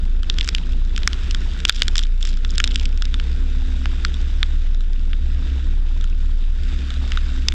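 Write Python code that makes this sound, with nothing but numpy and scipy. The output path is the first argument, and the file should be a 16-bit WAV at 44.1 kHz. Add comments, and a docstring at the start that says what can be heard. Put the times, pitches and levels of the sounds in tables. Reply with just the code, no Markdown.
"""A car in floodwater at night, on one microphone inside the cabin, behind the windscreen.
From the start the engine drones, water churns under the floor and spray from the tyres hisses outside.
For three seconds drops strike the glass in flurries, each a sharp tick that rings a few milliseconds.
Then they thin out and a body panel hums now and again; the engine gathers speed until about 5 s and eases.
To the end the cabin booms in deep swells, and the recorder's gain control ducks the rest under them."""
import sys
import numpy as np
from scipy import signal
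from scipy.fft import rfft, irfft, next_fast_len
from scipy.io import wavfile
from scipy.ndimage import uniform_filter1d, minimum_filter1d, map_coordinates

SR = 44100
rng = np.random.default_rng(int(sys.argv[2]) if len(sys.argv) > 2 else 0)


def to_wav(sig):
    """Store sig (one row per channel, or 1-D mono) as 16-bit WAV at the path in sys.argv[1].

    Samples outside -1..1 are clipped; the rate is SR.
    """
    pcm = np.clip(np.atleast_2d(sig), -1, 1) * 32767
    pcm = np.round(pcm).astype(np.int16)
    wavfile.write(sys.argv[1], SR, pcm.T)  # frames by channels


N = 332506
TIME_S = np.arange(N) / SR


# Big drops on the windscreen, just ahead of the microphone; levels are relative:
# start_s, level_db, ring_hz, knock_hz, knock_db, bright_db
BIG_DROPS = [(.2321, -26.5, 3140, 1400, 7, 4), (.2991, -14.5, 3550, 1000, -8, -0.5),
             (.3856, -19.5, 3450, 1400, -6, 2), (.4103, -16.5, 2650, 1410, -17, -6),
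             (.4449, -30, 3530, 1400, 0, 13), (.4766, -26, 2820, 1400, 7, 14),
             (.489, -16.5, 3540, 1400, -6, 2.5), (.5492, -15.5, 2930, 1400, -11, 4),
             (.583, -27.5, 3130, 1400, 1, 0), (.963, -25, 3260, 1400, -11, 1),
             (.9781, -23.5, 2880, 1400, 5, 10), (1.0328, -26.5, 3020, 1400, -13, -9),
             (1.0754, -7, 2450, 1050, 9.5, 9.5), (1.1315, -24.5, 3060, 1400, 2, 8),
             (1.3103, -23.5, 3230, 1400, -10, 6), (1.3473, -20, 3480, 1310, 11.5, 7),
             (1.6025, -30.5, 3560, 1400, 2, 6), (1.6518, -3.5, 2680, 1150, -7, 1.5),
             (1.681, -29, 3450, 1400, -14, 8), (1.6879, -21, 3470, 1400, 4, 6),
             (1.6951, 7.5, 3580, 900, -7, -2), (1.7038, -13, 3230, 1490, 18, -4),
             (1.725, -23, 3500, 1400, -8, 3), (1.7475, -30, 3400, 1400, -6, 4),
             (1.762, -26, 3400, 1400, -4, 8), (1.8203, -4.5, 2920, 1200, -5.5, -2.5),
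             (1.832, -26, 3400, 1400, -10, 7), (1.8813, -16.5, 3500, 1400, .5, 6),
             (1.9561, -15.5, 3480, 1390, 7.5, 2.5), (1.968, -22, 3240, 1400, 2, 12),
             (1.9807, -10.5, 3670, 1400, -12, 6), (1.9918, -14, 3360, 1400, 1, 8),
             (2.029, -29, 3500, 1400, -8, 5), (2.0353, -21, 3530, 1400, -14, 4),
             (2.2274, -17, 3530, 1410, -17, 5.5), (2.2524, -22, 3600, 1400, 1, 7.5),
             (2.272, -30, 3500, 1400, -6, 21), (2.291, -33, 3500, 1400, -8, 18),
             (2.3728, -32.5, 3360, 1400, 14, 12), (2.4485, -22.5, 3450, 1400, 1, -3),
             (2.506, -29.5, 3460, 1400, -13, 13), (2.556, -32, 3400, 1400, -6, 7),
             (2.581, -15, 3640, 1400, -1, 3), (2.6014, -11.5, 2950, 1600, 13, 3),
             (2.641, -10.5, 3570, 1400, -1.5, 1.5), (2.6458, -24, 3870, 1400, -8, 3),
             (2.676, -20.5, 3240, 1400, -9, 3), (2.7099, -30, 3120, 1400, -9, -6),
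             (2.7178, -29.5, 3060, 1400, -1, -6), (2.7456, -32, 3500, 1400, -8, 3),
             (2.7582, -15, 3280, 1370, -3, 3.5), (2.7973, -27, 3170, 1400, -15, 9),
             (2.8556, -23, 2940, 1400, -19, 7.5), (2.9756, -33.5, 3400, 1400, 0, 9),
             (3.0223, -18, 3240, 1400, 3.5, 2), (3.0539, -25.5, 3638, 1400, -8, 5),
             (3.142, -21.5, 3800, 1400, 0, -3.5), (3.199, -24.5, 3000, 1400, 3, -5),
             (3.8572, -23, 2540, 930, 25, 1.5), (4.0495, -15.5, 4350, 1240, 6, -1),
             (4.1419, -29.5, 3600, 1400, -20, 2), (4.4298, -10.5, 3690, 780, 6.5, -6.5),
             (4.7465, -31, 3637, 1300, 8, 5.5), (4.8072, -31, 3780, 1400, 15, 0),
             (4.9324, -35, 3730, 1400, 0, 4), (5.132, -26, 2830, 1400, 3, -13),
             (6.0115, -33, 3620, 1400, -9, 0), (6.0417, -30.5, 3150, 1400, 20, 8),
             (6.9046, -29, 3570, 1400, 1, 2), (7.1197, -23, 2470, 1395, -3, -1),
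             (7.1733, -18.5, 3700, 1350, 14.5, -3), (7.4849, -9, 3590, 1600, -12, 2),
             (7.5227, -27, 3450, 1409, -2, -1)]

def big_drops(gain_db=1.27):
    """Single drops of thrown water hit the pane and stand out from the patter."""
    return amp(gain_db) * glass_ticks(BIG_DROPS)


# Spectrum of a drop on the windscreen, from inside: frequency_hz, level_db
GLASS_SPECTRUM = [(150, -32), (520, -20.5), (960, -21.5), (1200, -9.5), (1420, -4), (2000, -9), (3400, -6),
                  (4400, -9.5), (5200, -7.5), (6300, -16), (7500, -15), (8600, -32.5), (12000, -43),
                  (16000, -61)]

def glass_ticks(drops, ring_db=10.5, ring_width_hz=540, mode_hz=3600, splash_s=0.0012, bend_s=0.0004):
    """Each drop knocks on the pane and sets it ringing briefly; rows as in BIG_DROPS."""
    start_s, level_db, ring_hz, knock_hz, knock_db, bright_db = np.transpose(drops)[:, :, None]
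    size = 1024
    f, t = np.fft.rfftfreq(size, 1 / SR), np.arange(size) / SR
    above = lambda edge_hz: 1 - 1 / (1 + (f / edge_hz) ** 20)
    # where a drop lands sets the ring: the further from the pane's main mode, the broader and drier
    width_hz = ring_width_hz + 1.47 * np.abs(ring_hz - mode_hz)
    colour_db = along(GLASS_SPECTRUM, f) + ring_db * resonance(f, ring_hz, width_hz)
    # heavy drops knock low, fast small ones are bright, and only hard ones crack in the top octave
    colour_db += knock_db * resonance(f, knock_hz, width_hz=760) + bright_db * above(4570)
    colour_db += 0.2 * (level_db + 18) * above(11000)
    cepstrum = irfft(np.log(amp(colour_db)))
    pane = np.exp(rfft(2 * cepstrum[:, :size // 2], size))  # minimum phase: a sharp attack, then decay
    # bending waves in the pane: the highs arrive first, 1 kHz after bend_s
    pane *= np.exp(-4j * np.pi * bend_s * np.sqrt(1000 * f))
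    # the impact, then the brief patter of the drop breaking up
    contact = (t == 0) + 0.18 * np.exp(-t / splash_s) * rng.standard_normal((len(drops), size))
    tick = irfft(pane * rfft(contact))
    tick /= np.sqrt(np.sum(tick ** 2, axis=1, keepdims=True) / (.003 * SR))  # energy of 3 ms at rms 1
    return placed(start_s, amp(level_db) * tick)


# Flurries reaching the windscreen: centre_s, spread_s, peak_density (times that of the stray droplets)
DROPLET_FLURRIES = [(.45, .06, 20), (0.721, .05, 5), (1.451, .25, 2.5), (1.75, .05, 34), (2.0, .04, 36),
                    (2.28, .045, 40), (2.701, .15, 13), (7.05, .25, 2)]

def flurry_density():
    """How thickly droplets reach the glass: 1 between the flurries, each of which swells and fades."""
    return 1 + sum(peak * np.exp(-.5 * ((TIME_S - centre_s) / spread_s) ** 2)
                   for centre_s, spread_s, peak in DROPLET_FLURRIES)


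def flurry_times(count):
    """Random times, crowded where the flurries are thick; neighbours stray into clumps."""
    share = np.cumsum(flurry_density())
    turn = (np.arange(count) + .5 + .5 * rng.standard_normal(count)) / count
    return np.searchsorted(share / share[-1], turn % 1) / SR


def droplets(base_db=-46, growth_db=6, spread_db=4.8, ring_hz=3400, knock_hz=1400):
    """Fine droplets patter on the glass; a flurry ten times as thick makes each growth_db louder."""
    start_s = flurry_times(count=300)
    size, place, knock, bright = rng.standard_normal((len(start_s), 4)).T
    density = np.interp(start_s, TIME_S, flurry_density())
    level_db = base_db + growth_db * np.log10(density) + spread_db * np.minimum(size, 1.2)
    tuning = np.exp(0.087 * place)
    knock_db, bright_db = 5 * knock - 3, 2 + 3.5 * bright
    drops = np.column_stack([start_s, level_db, ring_hz * tuning, knock_hz * tuning, knock_db, bright_db])
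    return glass_ticks(drops)


# Spray outside, with the glass between it and the microphone: frequency_hz, relative_db
SPRAY_SPECTRUM = [(250, -28.5), (550, -8), (900, -15), (1450, 2.5), (2150, -3.5), (2500, -0.5),
                  (3400, -2.5), (5000, -7), (6200, -13), (7600, -15), (9000, -30), (11500, -34.5),
                  (14000, -51), (16000, -65.5)]
# How much water the tyres throw up: time_s, relative_db
SPRAY_AMOUNT = [(0.0, -5), (0.9, -3), (1.18, 1.5), (1.57, 0.4), (2.3, -2.5), (2.41, -3.5), (3.67, -0.7),
                (4.24, 0), (5.02, -3), (6.52, -2), (6.64, 0.5), (7.18, 1.5), (7.54, -1.5)]

def spray(level_db=-43):
    """Sheets of water from the tyres hiss through the glass and its resonance; more water, more hiss."""
    def colour_db(f):
        return along(SPRAY_SPECTRUM, f) + 7 * resonance(f, 3640, 450) - 5 * resonance(f, 4260, 300)
    flutter_db = .5 * wobble(15) + 2 * wobble(350)
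    return amp(level_db + curves(SPRAY_AMOUNT)[0] + flutter_db) * rush(colour_db, patchy_db=1.07)


def plops():
    """Thrown water patters dully out in the wheel arches and plinks close by on the wet glass."""
    arch_s = rng.random(size=900) * N / SR
    arches = bubbles(arch_s, level_db=-37.5, spread_db=5, centre_hz=900, scatter=0.4, cycles=1.1)
    glass_s = flurry_times(count=45)
    plinks = bubbles(glass_s, level_db=-36.5, spread_db=5.5, centre_hz=2590, scatter=0.2, cycles=5.3)
    return arches + plinks


def bubbles(start_s, level_db, spread_db, centre_hz, scatter, cycles, rise=0.13):
    """Short bubbles start softly, rise in pitch and die away over the given number of cycles."""
    size, pitch = rng.standard_normal((len(start_s), 2)).T[:, :, None]
    pitch_hz = centre_hz * np.exp(scatter * np.clip(pitch, -1.5, 1.5))
    turns = pitch_hz * np.arange(SR // 40) / SR
    age = turns / cycles
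    tone = np.sin(2 * np.pi * turns * (1 + rise * np.tanh(age / 2)))
    envelope = np.exp(-age) * (1 - np.exp(-2 * turns))
    gain = amp(level_db + spread_db * np.minimum(size, 1.7)) * np.sqrt(pitch_hz / centre_hz)
    return placed(start_s[:, None], gain * envelope * tone)


# Swells of the boom, all around the microphone: time_s, relative_db
BOOM_SWELLS = [(0.0, -13), (0.15, -7.5), (0.49, -21.5), (0.82, -7.5), (1.03, -17.5), (1.56, -16),
               (2.13, -4.5), (2.78, -17), (2.86, -7.5), (3.27, -15), (3.62, -10.7), (3.82, -19.5),
               (4.22, -17), (4.84, -5), (5.45, -14.5), (5.57, -36), (5.68, -10), (6.52, -6.5), (6.59, -14),
               (7.0, -21), (7.16, -11), (7.54, -22)]

def cabin_boom(boom_hz=26.92, gain_db=-3):
    """The body and the air inside it boom at one low resonance."""
    phase = 2 * np.pi * boom_hz * TIME_S + 0.47 * wobble(4.7)
    return amp(curves(BOOM_SWELLS)[0] + gain_db) * unit(np.sin(phase))


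# The engine, from the cabin, gathering speed and easing off: time_s, firing_hz, load_db
ENGINE_RUN = [(0, 56.66, -1.5), (2.4, 60.55, -1.5), (2.8, 61.39, 2), (4, 64.07, 1), (4.8, 65.44, 0),
              (5.5, 65.18, 1.5), (6.3, 65.16, 0.5), (7.54, 64.1, 0.5)]
# Its overtones: firing_multiple, relative_db
ENGINE_OVERTONES = [(2, -32.5), (3, -27.5), (4, -32), (5, -37), (7, -42.5)]

def engine(level_db=-23.5, waver_db=3, whine_db=-32, whine_multiple=7.5):
    """The firing note, its weak overtones and a whine that sweeps through a body resonance."""
    firing_hz, load_db = curves(ENGINE_RUN)
    phase = 2 * np.pi * np.cumsum(firing_hz) / SR
    note = np.sin(phase) * amp(.8 * wobble(11))
    for multiple, overtone_db in ENGINE_OVERTONES:
        note += amp(overtone_db + waver_db * wobble(7)) * np.sin(multiple * phase + .5 * wobble(11))
    body = resonance(whine_multiple * firing_hz, centre_hz=455, width_hz=45)
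    whine = body * np.sin(whine_multiple * phase + wobble(14))
    return amp(level_db + load_db) * unit(note + amp(whine_db) * whine)


# Water through the floor, below the microphone: frequency_hz, relative_db
FLOOR_SPECTRUM = [(60, -21), (110, -12), (138, -2.5), (155, 6), (210, -0.5), (300, -5), (350, -3.5),
                  (420, -14.5), (460, -9), (540, -21), (1200, -31)]
# How hard it washes against the floor pan: time_s, relative_db
FLOOR_WASH = [(0, -0.5), (1.2, 0.5), (2.3, 0), (3.6, 0), (4.2, -1), (5.6, -0.5), (6.8, -2.5), (7.54, -1)]
# Swells of a body panel's hum: time_s, level_db
PANEL_SWELLS = [(0, -55), (.6, -45.5), (1.2, -48.5), (2.3, -49), (2.7, -41.5), (3.0, -48.5), (3.6, -38),
                (3.88, -43), (4.0, -51.5), (5.42, -51.5), (5.6, -42), (5.75, -50), (6.5, -50), (7.0, -43),
                (7.16, -51), (7.4, -39), (7.54, -52)]

def underbody(churn_db=-40, panel_hz=254.1):
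    """Water churns against the floor pan; a body panel hums in swells at its resonance."""
    churn = rush(lambda f: along(FLOOR_SPECTRUM, f) - 20 * np.log10(1 + (f / 1500) ** 4), patchy_db=1)
    waver = amp(2.2 * wobble(16))
    hum = unit(waver * np.sin(2 * np.pi * panel_hz * TIME_S + 1.05 * wobble(16)))
    wash_db = churn_db + curves(FLOOR_WASH)[0] + wobble(22)
    return amp(wash_db) * churn + amp(curves(PANEL_SWELLS)[0]) * hum


# The road, coming up through the suspension: frequency_hz, relative_db
ROAD_SPECTRUM = [(5, -13), (17, -2.5), (32, 7.5), (41, 0.5), (52, -13.5), (73, 0), (88, -21.5), (125, -24),
                 (200, -53.5)]

def road_rumble(level_db=-24.5):
    """The flooded road shakes the body with a steady rumble."""
    response = lambda f: amp(along(ROAD_SPECTRUM, f)) / (1 + (f / 250) ** 4)
    return amp(level_db) * unit(filtered(rng.standard_normal(N), response))


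def amp(db):
    """Decibels to gain."""
    return 10 ** (np.asarray(db) / 20)


def unit(x):
    """Scale to rms 1."""
    return x / np.sqrt(np.mean(x ** 2) + 1e-20)


def along(spectrum, hz):
    """A spectrum's level in dB at hz, read on a log frequency axis."""
    frequency_hz, level_db = np.transpose(spectrum)
    return np.interp(np.log(hz + 1), np.log(frequency_hz + 1), level_db)


def curves(rows):
    """One value per sample for each column after the time."""
    time_s, *columns = np.transpose(rows)
    return [np.interp(TIME_S, time_s, column) for column in columns]


def wobble(rate_hz):
    """A smooth random curve, rate_hz knots a second."""
    return map_coordinates(rng.standard_normal(int(N * rate_hz / SR) + 4), [TIME_S * rate_hz])


def filtered(x, response):
    """Filter x by a gain given as a function of frequency."""
    size = next_fast_len(N + SR // 2)
    return irfft(rfft(x, size) * response(np.fft.rfftfreq(size, 1 / SR)), size)[:N]


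def resonance(f, centre_hz, width_hz):
    """A resonance curve of height 1."""
    return 1 / (1 + (2 * (f - centre_hz) / width_hz) ** 2)


def rush(colour_db, patchy_db):
    """Coloured noise of rms 1 with patches of random gain in time and frequency."""
    spectra = signal.stft(rng.standard_normal(N), nperseg=512)[2]
    patches = uniform_filter1d(rng.standard_normal(spectra.shape), size=7, axis=0)
    patches = uniform_filter1d(patches, size=8, axis=1)
    noise = signal.istft(spectra * amp(patchy_db * unit(patches)), nperseg=512)[1][:N]
    return unit(filtered(noise, lambda f: amp(colour_db(f))))


def placed(start_s, sounds):
    """Sum of short sounds, one per row, each starting at its time."""
    at = np.abs(np.round(start_s * SR)).astype(int) + np.arange(sounds.shape[1])
    return np.bincount(at.ravel(), sounds.ravel(), N)[:N]


def scene():
    """Everything as it reaches the one microphone behind the windscreen."""
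    water = underbody() + spray() + plops() + droplets() + big_drops()
    return (cabin_boom() + road_rumble() + engine() + water)[None]


def gain_control(x, threshold_db=-12, squeeze=0.98, reaction_s=0.022, knee=3):
    """The recorder turns down as peak power, averaged over the reaction time, passes a soft threshold."""
    keep = np.exp(-1 / (reaction_s * SR))
    opening_power = np.mean(2 * x[:SR // 10] ** 2)
    power = signal.lfilter([1 - keep], [1, -keep], 2 * x ** 2, zi=[opening_power])[0]
    excess_db = 10 / knee * np.log10(1 + (power / amp(threshold_db) ** 2) ** knee)
    return x * amp(-squeeze * excess_db)


def record(dry, top_hz=16000):
    """Gain control, a fast limiter that holds the hardest drops at full scale, then a steep band limit."""
    ducked = gain_control(dry[0])
    needed_gain = 1 / np.maximum(np.abs(ducked), 1)
    limiter_gain = uniform_filter1d(minimum_filter1d(needed_gain, size=9), size=9)
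    return filtered(ducked * limiter_gain, lambda f: 1 / (1 + (f / top_hz) ** 80))[None]


dry = scene()
out = record(dry)
to_wav(out)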